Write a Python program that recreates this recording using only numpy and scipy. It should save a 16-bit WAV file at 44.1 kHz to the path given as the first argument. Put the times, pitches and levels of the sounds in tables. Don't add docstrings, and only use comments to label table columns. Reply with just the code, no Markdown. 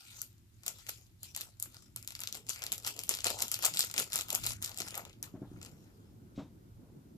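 import sys
import numpy as np
from scipy import signal
from scipy.fft import rfft, irfft, next_fast_len
from scipy.io import wavfile
from scipy.ndimage import uniform_filter1d

SR = 44100
rng = np.random.default_rng(int(sys.argv[2]) if len(sys.argv) > 2 else 0)


def put_to_file(sound):
    columns = np.atleast_2d(sound).T
    safe = np.clip(columns, -1, 1)
    whole_steps = np.round(safe * 32767)
    wavfile.write(sys.argv[1], SR, whole_steps.astype(np.int16))


def how_loud(loudness_db):
    steps = np.asarray(loudness_db, float) / 20
    return 10 ** steps


N = 316188
TOP_HZ = 14600


def along(points, hz, column=1):
    p = np.asarray(points, float)
    return np.interp(np.log(hz + 1), np.log(p[:, 0] + 1), p[:, column])


def curve(rows, column):
    p = np.asarray(rows, float)
    return np.interp(np.arange(N) / SR, p[:, 0], p[:, column], left=-120, right=-120)


def unit(x):
    return x / np.sqrt(np.mean(x ** 2) + 1e-20)


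def filtered(x, response):
    size = next_fast_len(N + SR // 2)
    return irfft(rfft(x, size) * response(np.fft.rfftfreq(size, 1 / SR)), size)[..., :N]


def causal(gain):
    cepstrum = irfft(np.log(gain + 1e-6))
    half = len(cepstrum) // 2
    cepstrum[1:half] *= 2
    cepstrum[half + 1:] = 0
    return np.exp(rfft(cepstrum))


def band(lo_hz, hi_hz):
    return lambda f: (1j * f / lo_hz / (1 + 1j * f / lo_hz) / (1 + 1j * f / hi_hz)) ** 2


def modes(table):
    def response(f):
        total = 0
        for k, (hz, width_hz, db) in enumerate(table):
            damping = 1j * f * width_hz
            total = total + (-1) ** k * how_loud(db) * damping / (hz * hz - f * f + damping)
        return total
    return response


def patchy(x, depth_db):
    z = signal.stft(x, nperseg=256)[2]
    field = uniform_filter1d(rng.standard_normal(z.shape[1:]), size=6, axis=0)
    field = uniform_filter1d(field, size=24, axis=1)
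    return signal.istft(z * how_loud(depth_db * unit(field)), nperseg=256)[1][:, :N]


# start_s (centre), width_s, hum_up_db, rumble_up_db
ARM_LEANS = [
    (3.3, 0.1, 5, -1),
    (4.498, 0.12, 14, -0.5),
    (5.549, 0.12, 6, 4.5),
    (6.329, 0.13, 3.5, 1.5),
    (6.751, 0.056, 7.5, -0.5),
]


def leaning(column):
    t = np.arange(N) / SR
    return sum(row[column] * np.exp(-((t - row[0]) / row[1]) ** 2) for row in ARM_LEANS)


# start_s, hum_db, rumble_db
AIR_LEVELS = [(0.0, -62, -72.5), (2.3, -59, -66.5), (5.3, -58, -59.5), (7.17, -60.5, -59.5)]
# pitch_hz, width_hz, level_db
HUM_MODES = [(28.68, 33, -10), (54.8, 34.3, -4), (95.3, 30.8, -1.5), (118.5, 14.9, -1)]
# freq_hz, level_db_per_hz
RUMBLE_SPECTRUM = [(90, -45), (140, 3), (270, -4), (365, -5), (430, -21), (800, -28), (1500, -26.5),
                   (2200, -56)]
# freq_hz, likeness [-1..1]
RUMBLE_LIKENESS = [(60, 0.71), (240, 0.95), (950, -1.3), (3770, 0.91), (15000, -0.054)]


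def air():
    def mid_side_gain(hz):
        turn = np.arccos(np.clip(along(RUMBLE_LIKENESS, hz), -1, 1)) / 2
        return how_loud(along(RUMBLE_SPECTRUM, hz)) * [np.cos(turn), np.sin(turn)]

    mid, side = filtered(rng.standard_normal((2, N)), mid_side_gain)
    hum = unit(filtered(rng.standard_normal((2, N)), lambda hz: modes(HUM_MODES)(hz) ** 2))
    hum = hum[0] + 0.3 * hum[1] * [[1], [-1]]
    hum_db = curve(AIR_LEVELS, 1) + leaning(column=2) - 1.87
    rumble = unit(patchy(np.array([mid + side, mid - side]), depth_db=2.5))
    rumble_db = curve(AIR_LEVELS, 2) + leaning(column=3) + 0.5
    return how_loud(rumble_db) * rumble + how_loud(hum_db) * hum


def bursts(s, db, hz, rise, life, ring, apart, size=128, tail=0):
    lag = 8
    t = np.arange(size) / SR
    chance = rng.standard_normal((len(s), 3 * size + 1))
    lives = t / (life * np.exp(0.4 * chance[:, -1:]))
    fall = np.exp(-lives) + tail * np.exp(-lives / 6)
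    shape = (1 - np.exp(-(t / rise) ** 2)) * fall
    wave = shape * (chance[:, :size] + ring * np.sin(2 * np.pi * hz[:, None] * t))
    gain = how_loud(db)[:, None] / np.sqrt(np.sum(wave ** 2, 1, keepdims=True))
    at = np.round(s * SR).astype(int)[:, None] + np.arange(size)
    heard = []
    for port in range(2):
        scatter = shape * chance[:, size * (port + 1):size * (port + 2)]
        sound = gain * (wave + apart * scatter)
        heard.append(np.bincount((at + lag * port).ravel(), sound.ravel(), N + size + lag)[:N])
    return np.array(heard)


# peak_s, crackle_db, body_db, swell_db_per_s, release_db_per_s
FINGER_TOUCHES = [(.19, -47, -60.5, 33, 133), (0.671, -43, -49.5, 578, 141), (.8, -50.5, -68, 85, 94),
                  (0.897, -42.5, -55.5, 293, 137), (1.245, -47.5, -64, 446, 141),
                  (1.36, -57, -58, 570, 101), (1.416, -43, -55, 200, 197), (1.641, -73, -63.5, 400, 81),
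                  (1.761, -52, -64, 100, 113), (1.971, -51.5, -55.5, 1293, 155),
                  (2.089, -52.5, -75, 450, 39), (2.362, -42, -47.5, 452, 306),
                  (5.241, -46.5, -53.5, 1602, 242), (5.622, -57.5, -59.5, 900, 42),
                  (5.68, -61, -59.5, 47, 500), (5.839, -63, -66, 146, 200)]
# peak_s, crackle_db, body_db, swell_db_per_s, release_db_per_s
FIRM_SQUEEZES = [(2.502, -33, -47, 696, 243.5), (2.652, -46, -44, 136, 234), (2.731, -38.5, -53, 802, 245),
                 (2.875, -30, -40, 513, 285), (3, -50, -54.5, 76, 83), (3.109, -37.5, -45, 503.5, 124),
                 (3.266, -29, -38.5, 600.5, 150.5), (3.424, -41.5, -44, 178, 153),
                 (3.531, -37.5, -47, 302, 107), (3.655, -30.5, -35.5, 254, 197),
                 (3.802, -31, -43.5, 165, 169.5), (3.993, -28, -36, 478.5, 256),
                 (4.145, -40, -46.5, 298, 104), (4.2, -37, -66, 157, 280), (4.354, -40.5, -37.5, 223, 202),
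                 (4.492, -32, -41.5, 137, 263), (4.639, -42, -46, 412, 116),
                 (4.81, -39.5, -42.5, 331, 352.5), (4.88, -46, -46.5, 91, 121), (4.986, -51, -44, 61, 153)]


def grip(column, swings):
    rows = np.array(FINGER_TOUCHES + FIRM_SQUEEZES)
    t = np.arange(0, N, 32) / SR
    late_s = t - rows[:, :1]
    drop_db = np.where(late_s < 0, -late_s * rows[:, 3:4], late_s * rows[:, 4:])
    level_db = rows[:, column:column + 1] - swings * drop_db
    return np.interp(np.arange(N) / SR, t, level_db.max(0))


def clumps(size=150):
    smooth = uniform_filter1d(uniform_filter1d(rng.standard_normal(N), size=size), size=size)
    return how_loud(2 * unit(smooth))


def crackle(count=6000):
    draw = rng.random((count, 3))
    s = draw[:, 0] * (N - 1) / SR
    size_db = -3.8 * np.log(draw[:, 1] + 0.00377)
    hz = 3000 * 4.5 ** draw[:, 2]
    fine = unit(bursts(s, size_db, hz, rise=0.000047, life=0.00031, ring=0.31, apart=0.54, size=96))
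    fine = fine + 1.66 * rng.standard_normal((2, N))
    body = unit(bursts(s[::3], size_db[::3] / 2, hz[::3] / 5,
                       rise=0.00028, life=0.0023, ring=0.23, apart=0.16, size=256))
    body = body + 0.5 * rng.standard_normal((2, N))
    film = how_loud(grip(column=1, swings=1) - 3.0) * clumps() * filtered(fine, band(1500, 17480))
    body = patchy(filtered(body, band(190, 1690)), depth_db=3.0)
    return film + how_loud(grip(column=2, swings=0.84) + 14.5) * body


# start_s, peak_db, bright_db, pop_db
FILM_CREASES = [(0.2169, -25.5, 8.5, -9), (0.6641, -23, 5, -4.0), (0.6677, -29.5, -1.5, -3),
                (0.6804, -13, -1, -13), (0.8879, -39.5, 10.5, 16), (0.8912, -40, 20.5, 14),
                (0.8937, -17.5, -3, -5), (1.2317, -29.0, 5.5, -8), (1.3492, -20, -22.5, -27.0),
                (1.3633, -22, 5.5, -4.0), (1.41, -21.0, -2.5, -9), (1.4156, -22, -4, -31.0),
                (1.5998, -38, 17, -5), (1.6256, -39.5, 25.5, 6), (1.657, -39.5, 2, 8),
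                (1.962, -28.5, 9, -1.5), (2.0269, -32, 2.5, -13), (2.0758, -19.5, -3, -35),
                (2.152, -18, -16, -17), (2.1924, -26.5, -5.5, -6), (2.2044, -40, 17.5, 9),
                (2.2193, -24.5, -8, -4), (2.2362, -18.5, -4.5, -5), (2.2736, -13, -28, -21),
                (2.3263, -14.0, -22, -39.0), (2.4887, -20.0, -40.0, -38.0), (2.4938, -33, 19, 10),
                (2.5606, -26.5, -3.5, -3.0), (2.621, -19, -29, -4), (2.63, -23.0, -26.5, -14.0),
                (2.6391, -20.5, -2.0, -5), (2.666, -16.5, -6.5, -15.0),
                (2.7201, -11.5, -9.5, -14.5), (2.7261, -27, 13.5, -3), (2.7804, -25, -2.5, -8),
                   (2.8452, -30, -34, -2), (2.8486, -19, -14.5, -7.5), (2.8643, -16, -4.5, -14),
                   (2.874, -15.5, -1.5, -5.5), (2.9777, -30.5, -12.5, -7), (2.9915, -15, -3, -32),
                   (3.036, -22.5, 1, -19.5), (3.0693, -51.5, 14, 0), (3.093, -13.5, 5.5, -4.5),
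                   (3.1394, -12.5, -15.5, -13), (3.1502, -14.5, -9.5, -17.5), (3.1718, -19, -17, -11),
                   (3.1878, -21, -24, -2), (3.206, -22, -12, -27), (3.244, -3.5, -39, -53),
                   (3.2542, -15, -14.5, 2), (3.2608, -14.5, -5, -35), (3.2683, -6, -19, -19),
                   (3.3034, -13.5, -5.5, -9), (3.343, -36, -15, -40), (3.3886, -19, -15, -27),
                   (3.405, -14.5, -27, -33), (3.4206, -29.5, 18, 6.5), (3.4234, -8, -7, -51),
                   (3.4815, -20.5, -6.5, -28), (3.5163, -17.5, 2, -4), (3.543, -13, -2.5, -28),
                   (3.5545, -19, -15.5, -21), (3.59, -37.5, 12.5, 16.5), (3.6398, -12, -7, -4),
                   (3.6479, -14, -13, -30), (3.654, -16, 12, -6), (3.6637, -15, 5, -2.5),
                   (3.7393, -14.5, -16, -26), (3.772, -8.5, -26, -17), (3.7926, -10, 3, -4.5),
                   (3.8065, -5, -25.5, -20), (3.8287, -15.5, -15.5, -12), (3.839, -23, -1, 6),
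                   (3.8479, -33.5, 14, -2), (3.8993, -25.5, -21, -0.5), (3.9132, -21, -7, -23),
                (3.9408, -15, -10, -4.5), (3.9638, -19, -21, -7), (3.98, -5.5, -15, -9.5),
                   (3.9844, -21.5, 8.5, 3), (3.9993, -27.5, 15.5, 12), (4.1217, -19, -10.5, -13),
                   (4.132, -12, -10.5, -21), (4.1388, -28, 12, 0), (4.1487, -41, 16, 24),
                   (4.1576, -23, 12.5, 8.5), (4.189, -17.5, -1.5, 1), (4.2104, -14.5, -2.5, -8.5),
                   (4.2848, -26, -2, -27), (4.3041, -11.5, -4.5, -38), (4.3287, -21, 6.5, -8),
                   (4.35, -21.5, 11.5, -10), (4.3566, -15.5, -1.5, -8), (4.4536, -36, 13, 17),
                   (4.4647, -33.5, 22.5, 15), (4.4699, -13, -11, -8.5), (4.6251, -21, 4.5, -15),
                   (4.6426, -18.5, -14, -22), (4.6464, -12.5, -7, -16), (4.6604, -22.5, 1.5, -27),
                   (4.7165, -28, -14, 0.5), (4.7746, -21, -5, -32), (4.7864, -20, -2.5, -7.5),
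                   (4.8032, -16, -6.5, -7), (4.8192, -17, -39, -9), (4.8772, -23, -33, -4),
                   (4.884, -22.5, -5.5, -17), (4.9436, -21, -24, -1), (4.9535, -20.5, -4, -11),
                   (4.9774, -33, 14, 10.5), (5.0517, -27, -22, -2), (5.0957, -36, -28, -2),
                   (5.1303, -39, -23, -11), (5.2278, -34.5, 17, 3.5), (5.6151, -32.5, -19, 1)]
# start_s, peak_db
FILM_TICKS = [(0.228, -33.5), (0.3819, -51), (0.6345, -33), (0.6557, -39), (0.6908, -44), (0.7859, -35),
              (0.8668, -28), (0.9825, -41), (1.2428, -40), (1.2535, -35), (1.348, -31), (1.3752, -22),
              (1.403, -31), (1.479, -45), (1.5707, -51), (1.5962, -40), (1.6098, -42), (1.6206, -38),
              (1.638, -31), (1.6405, -38), (1.7226, -47), (1.745, -31.5), (1.7741, -46), (1.8232, -42),
              (1.973, -29), (1.9835, -39), (2.0474, -34), (2.0865, -31), (2.0962, -51), (2.1063, -25.5),
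              (2.1218, -28.5), (2.1636, -30.5), (2.2155, -23), (2.2575, -33), (2.261, -48),
              (2.2876, -27), (2.2946, -37), (2.3372, -41), (2.3464, -24), (2.3518, -22), (2.3597, -31),
              (2.3715, -29.5), (2.467, -33), (2.4826, -40), (2.507, -24.5), (2.535, -29), (2.559, -33),
              (2.5835, -36.5), (2.5925, -31), (2.6556, -38), (2.6763, -40), (2.7368, -22.5),
              (2.8004, -32), (2.825, -38), (2.8332, -30.5), (2.8668, -15.5), (2.8794, -18),
              (2.9651, -29.5),
              (3.0032, -26.5), (3.014, -30), (3.046, -38), (3.0514, -38.5), (3.08, -31.5),
                 (3.1035, -29.5), (3.1097, -16), (3.1129, -23.5), (3.1173, -21.5), (3.1245, -27.5),
                 (3.203, -30), (3.2187, -30), (3.2972, -22), (3.3832, -29), (3.3917, -23.5),
                 (3.3988, -22.5), (3.4152, -26.5), (3.4345, -23.5), (3.4708, -29.5), (3.4941, -46),
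                 (3.5115, -33.5), (3.521, -26), (3.5241, -23), (3.5406, -18), (3.5639, -23),
                 (3.6252, -16.5), (3.6299, -23), (3.6338, -15.5), (3.6493, -8), (3.659, -18), (3.7458, -20),
                 (3.752, -25.5), (3.7605, -22), (3.787, -31.5), (3.8172, -22.5), (3.8706, -27),
                 (3.9518, -49), (3.9554, -52), (3.97, -33),
              (3.994, -14), (4.0213, -17), (4.0423, -28.5), (4.077, -38), (4.1019, -32), (4.116, -39),
                 (4.143, -21.5), (4.1662, -17.5), (4.1695, -27), (4.178, -17.5), (4.199, -26),
                 (4.2074, -26), (4.2204, -40), (4.2806, -44), (4.2915, -24), (4.3006, -25), (4.314, -25),
                 (4.3255, -26.5), (4.3459, -17), (4.4147, -32), (4.4276, -33), (4.4346, -24), (4.4387, -19),
                 (4.4425, -21), (4.4448, -21.5), (4.4774, -26), (4.504, -29), (4.507, -19), (4.5199, -20.5),
                 (4.6187, -28), (4.6309, -23), (4.6769, -24), (4.694, -25.5), (4.713, -35), (4.7446, -30),
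                 (4.7614, -37), (4.7664, -30), (4.793, -28), (4.8081, -19), (4.8653, -28), (4.8802, -35),
                 (4.9074, -26), (4.9508, -30), (4.9614, -34), (4.973, -34), (5.007, -37), (5.078, -47),
                 (5.238, -41), (5.6263, -37), (5.6291, -27), (5.6492, -27), (5.6608, -33.5), (5.664, -33)]


def snaps():
    tick_db, tick_bright_db, tick_pop_db = -0.5, -7, -6
    crack_s = 0.0003
    ticks = [(s, db + tick_db, tick_bright_db, tick_pop_db)
             for s, db in FILM_TICKS]
    creases = FILM_CREASES + ticks
    s, db, bright_db, pop_db = np.transpose(creases)
    patch_hz = 3500 * 2.407 ** rng.random(len(s))
    start_s = s - 0.00035
    film = bursts(start_s, db + 17.5, patch_hz,
                  rise=crack_s / 2, life=crack_s, ring=0.47, apart=0.52, size=256, tail=0.24)
    edge = bursts(start_s, db + bright_db + 24.5, 2 * patch_hz,
                  rise=crack_s / 2, life=crack_s, ring=0.62, apart=0.88, size=256, tail=0.17)
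    bag = bursts(start_s, db + pop_db + 22, patch_hz / 4.03,
                 rise=0.0007, life=0.0037, ring=0.32, apart=0.55, size=384)
    film = filtered(film, band(2400, 6680))
    edge = filtered(edge, lambda hz: band(6500, 24000)(hz) ** 2)
    return film + edge + filtered(bag, band(430, 2200))


def aftershock(creases, fade_s=0.0058, pull=0.072):
    shaken = signal.lfilter([1], [1, -np.exp(-1 / (fade_s * SR))], creases[0] ** 2)
    shaken_db = 10 * np.log10(shaken + 1e-7)
    return how_loud(pull * (shaken_db - uniform_filter1d(shaken_db, size=2600)))


# freq_hz, t60_s
KITCHEN_T60 = [(300, 0.21), (2000, 0.2), (8000, 0.15), (14000, 0.17)]


def kitchen(x, wait=190):
    hz, t, z = signal.stft(np.pad(x, (wait, 0))[:N], SR, nperseg=128)
    power = uniform_filter1d(np.abs(z) ** 2, size=7, axis=0)
    keep = how_loud(-120 * t[1] / along(KITCHEN_T60, hz))
    held = np.array([signal.lfilter([1 - k], [1, -k], row) for k, row in zip(keep, power)])
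    noise = signal.stft(rng.standard_normal((2, N)), SR, nperseg=128)[2]
    noise = noise / np.sqrt(np.mean(np.abs(noise) ** 2))
    return signal.istft(noise * np.sqrt(np.abs(held)), SR, nperseg=128)[1][:, :N]


# pitch_hz, width_hz, level_db
POT_MODES = [(1405, 110, -2.5), (794, 87, -8.5), (2360, 300, -17.5)]
# start_s, level_db
POT_NEARNESS = [(0, 25), (.3, 8), (.9, 5.5), (1.2, -17), (1.66, 9), (2.2, 5), (2.8, -3.5), (3.2, -1.5),
                (4.2, 1), (5.2, -5.5), (7.17, -9)]


def pot(packet):
    return how_loud(curve(POT_NEARNESS, 1) - 2) * filtered(packet, modes(POT_MODES))


# start_s, level_db
SLEEVE_RUB = [(2.25, -90), (2.38, -63), (2.5, -86), (2.68, -74), (2.76, -67.5), (2.86, -74), (3.0, -66),
              (3.1, -88), (5.0, -90), (5.1, -77), (5.6, -71), (6.0, -74.5), (6.3, -75), (6.75, -78),
              (6.84, -68.5), (6.95, -72), (7.17, -76)]
# pitch_hz, width_hz, level_db
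CLOTH_MODES = [(428, 87.4, 3), (860, 600, -11.5)]


def sleeve():
    rub = filtered(rng.standard_normal(N), lambda hz: modes(CLOTH_MODES)(hz) * (hz < 2500))
    return how_loud(curve(SLEEVE_RUB, 1) + 1.5) * unit(rub)


# start_s, peak_db, rattle_db, t60_s
TABLE_KNOCKS = [
    (5.338, -39, -14, 0.29),
    (5.416, -35.5, -14, 0.13),
    (5.513, -41.5, -25, 0.027),
    (6.376, -33, -10, 0.19),
]
# pitch_hz, width_hz, level_db
TABLE_MODES = [(124.7, 81, -17), (267, 90, -6), (330, 107, -9), (647, 58, -19.5)]


def knocks():
    push, rattle = np.zeros(N + SR), np.zeros(N + SR)
    t = np.arange(SR // 4) / SR
    for s, db, rattle_db, t60_s in TABLE_KNOCKS:
        at = slice(round(s * SR), round(s * SR) + len(t))
        blow = t / 0.00094 * np.exp(1 - t / 0.00073)
        grit = how_loud(-1.5 - 60 * t / t60_s) * rng.standard_normal(len(t))
        push[at] += how_loud(db + 23.0) * (blow + grit)
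        swell = 1 - np.exp(-(t / 0.011) ** 2)
        rattle[at] += how_loud(db + rattle_db + 22.5 - 60 * t / 0.23) * swell * rng.standard_normal(len(t))

    def rebound(hz):
        return 1 - 0.72 * np.exp(-2j * np.pi * hz * 0.0118) / (1 + 1j * hz / 300)

    ringing = filtered(push[:N], lambda hz: modes(TABLE_MODES)(hz) * rebound(hz))
    return ringing + filtered(rattle[:N], lambda hz: band(350, 950)(hz) ** 2)


# start_s, level_db
DISH_SLIDE = [
    (6.34, -99),
    (6.36, -65.5),
    (6.4, -62),
    (6.45, -73.5),
    (6.5, -87),
]
# pitch_hz, width_hz, level_db
DISH_MODES = [(2320, 740, -4), (3620, 540, 1.5), (6040, 3300, -9)]


def dish():
    scrape = filtered(rng.standard_normal(N), lambda hz: modes(DISH_MODES)(hz) * (hz < 8000))
    return how_loud(curve(DISH_SLIDE, 1)) * unit(scrape)


# freq_hz, left_db, right_db
PORT_COLOUR = [(313, -13.5, -17), (827, -11, -11.5), (1135, -12.5, -19.5), (1328, -9.5, -12.5),
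               (1585, -13.5, -20), (2600, -5.5, -9.5), (5170, -3.5, -6.5), (6100, -4, -8.5),
               (7420, 2, -13.5), (8620, -13.5, -6), (10730, -7, -11), (13480, -6, -5), (15100, -15, -23),
               (16140, -42, -37)]


def ports(x):
    return np.array([filtered(x[c], lambda hz: causal(how_loud(along(PORT_COLOUR, hz, c + 1)))) for c in range(2)])


def scene():
    creases = snaps()
    wash = patchy(aftershock(creases) * crackle(), depth_db=4.0) + how_loud(-7.5) * kitchen(creases[0])
    packet = creases + filtered(wash, lambda hz: hz < TOP_HZ)
    table = sleeve() + knocks() + dish()
    return air() + ports(packet + pot(packet)) + table * how_loud([[0.6], [-0.6]])


def roll_off(x):
    return signal.sosfilt(signal.butter(12, 16640, fs=SR, output="sos"), x)


def record(dry):
    def hiss_gain(hz):
        left_db = along([(2000, 1.5), (7500, 2.0), (8500, -1.0), (13000, -1.0)], hz)
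        right_db = along([(2000, 2.0), (8000, -3.0), (13000, 2.0)], hz)
        return (hz > 300) * (hz < TOP_HZ) * how_loud([left_db, right_db])

    hiss = unit(filtered(rng.standard_normal((2, N)), hiss_gain))
    mix = dry + how_loud(-74) * hiss
    return roll_off(mix)


dry = scene()
out = record(dry)
put_to_file(out)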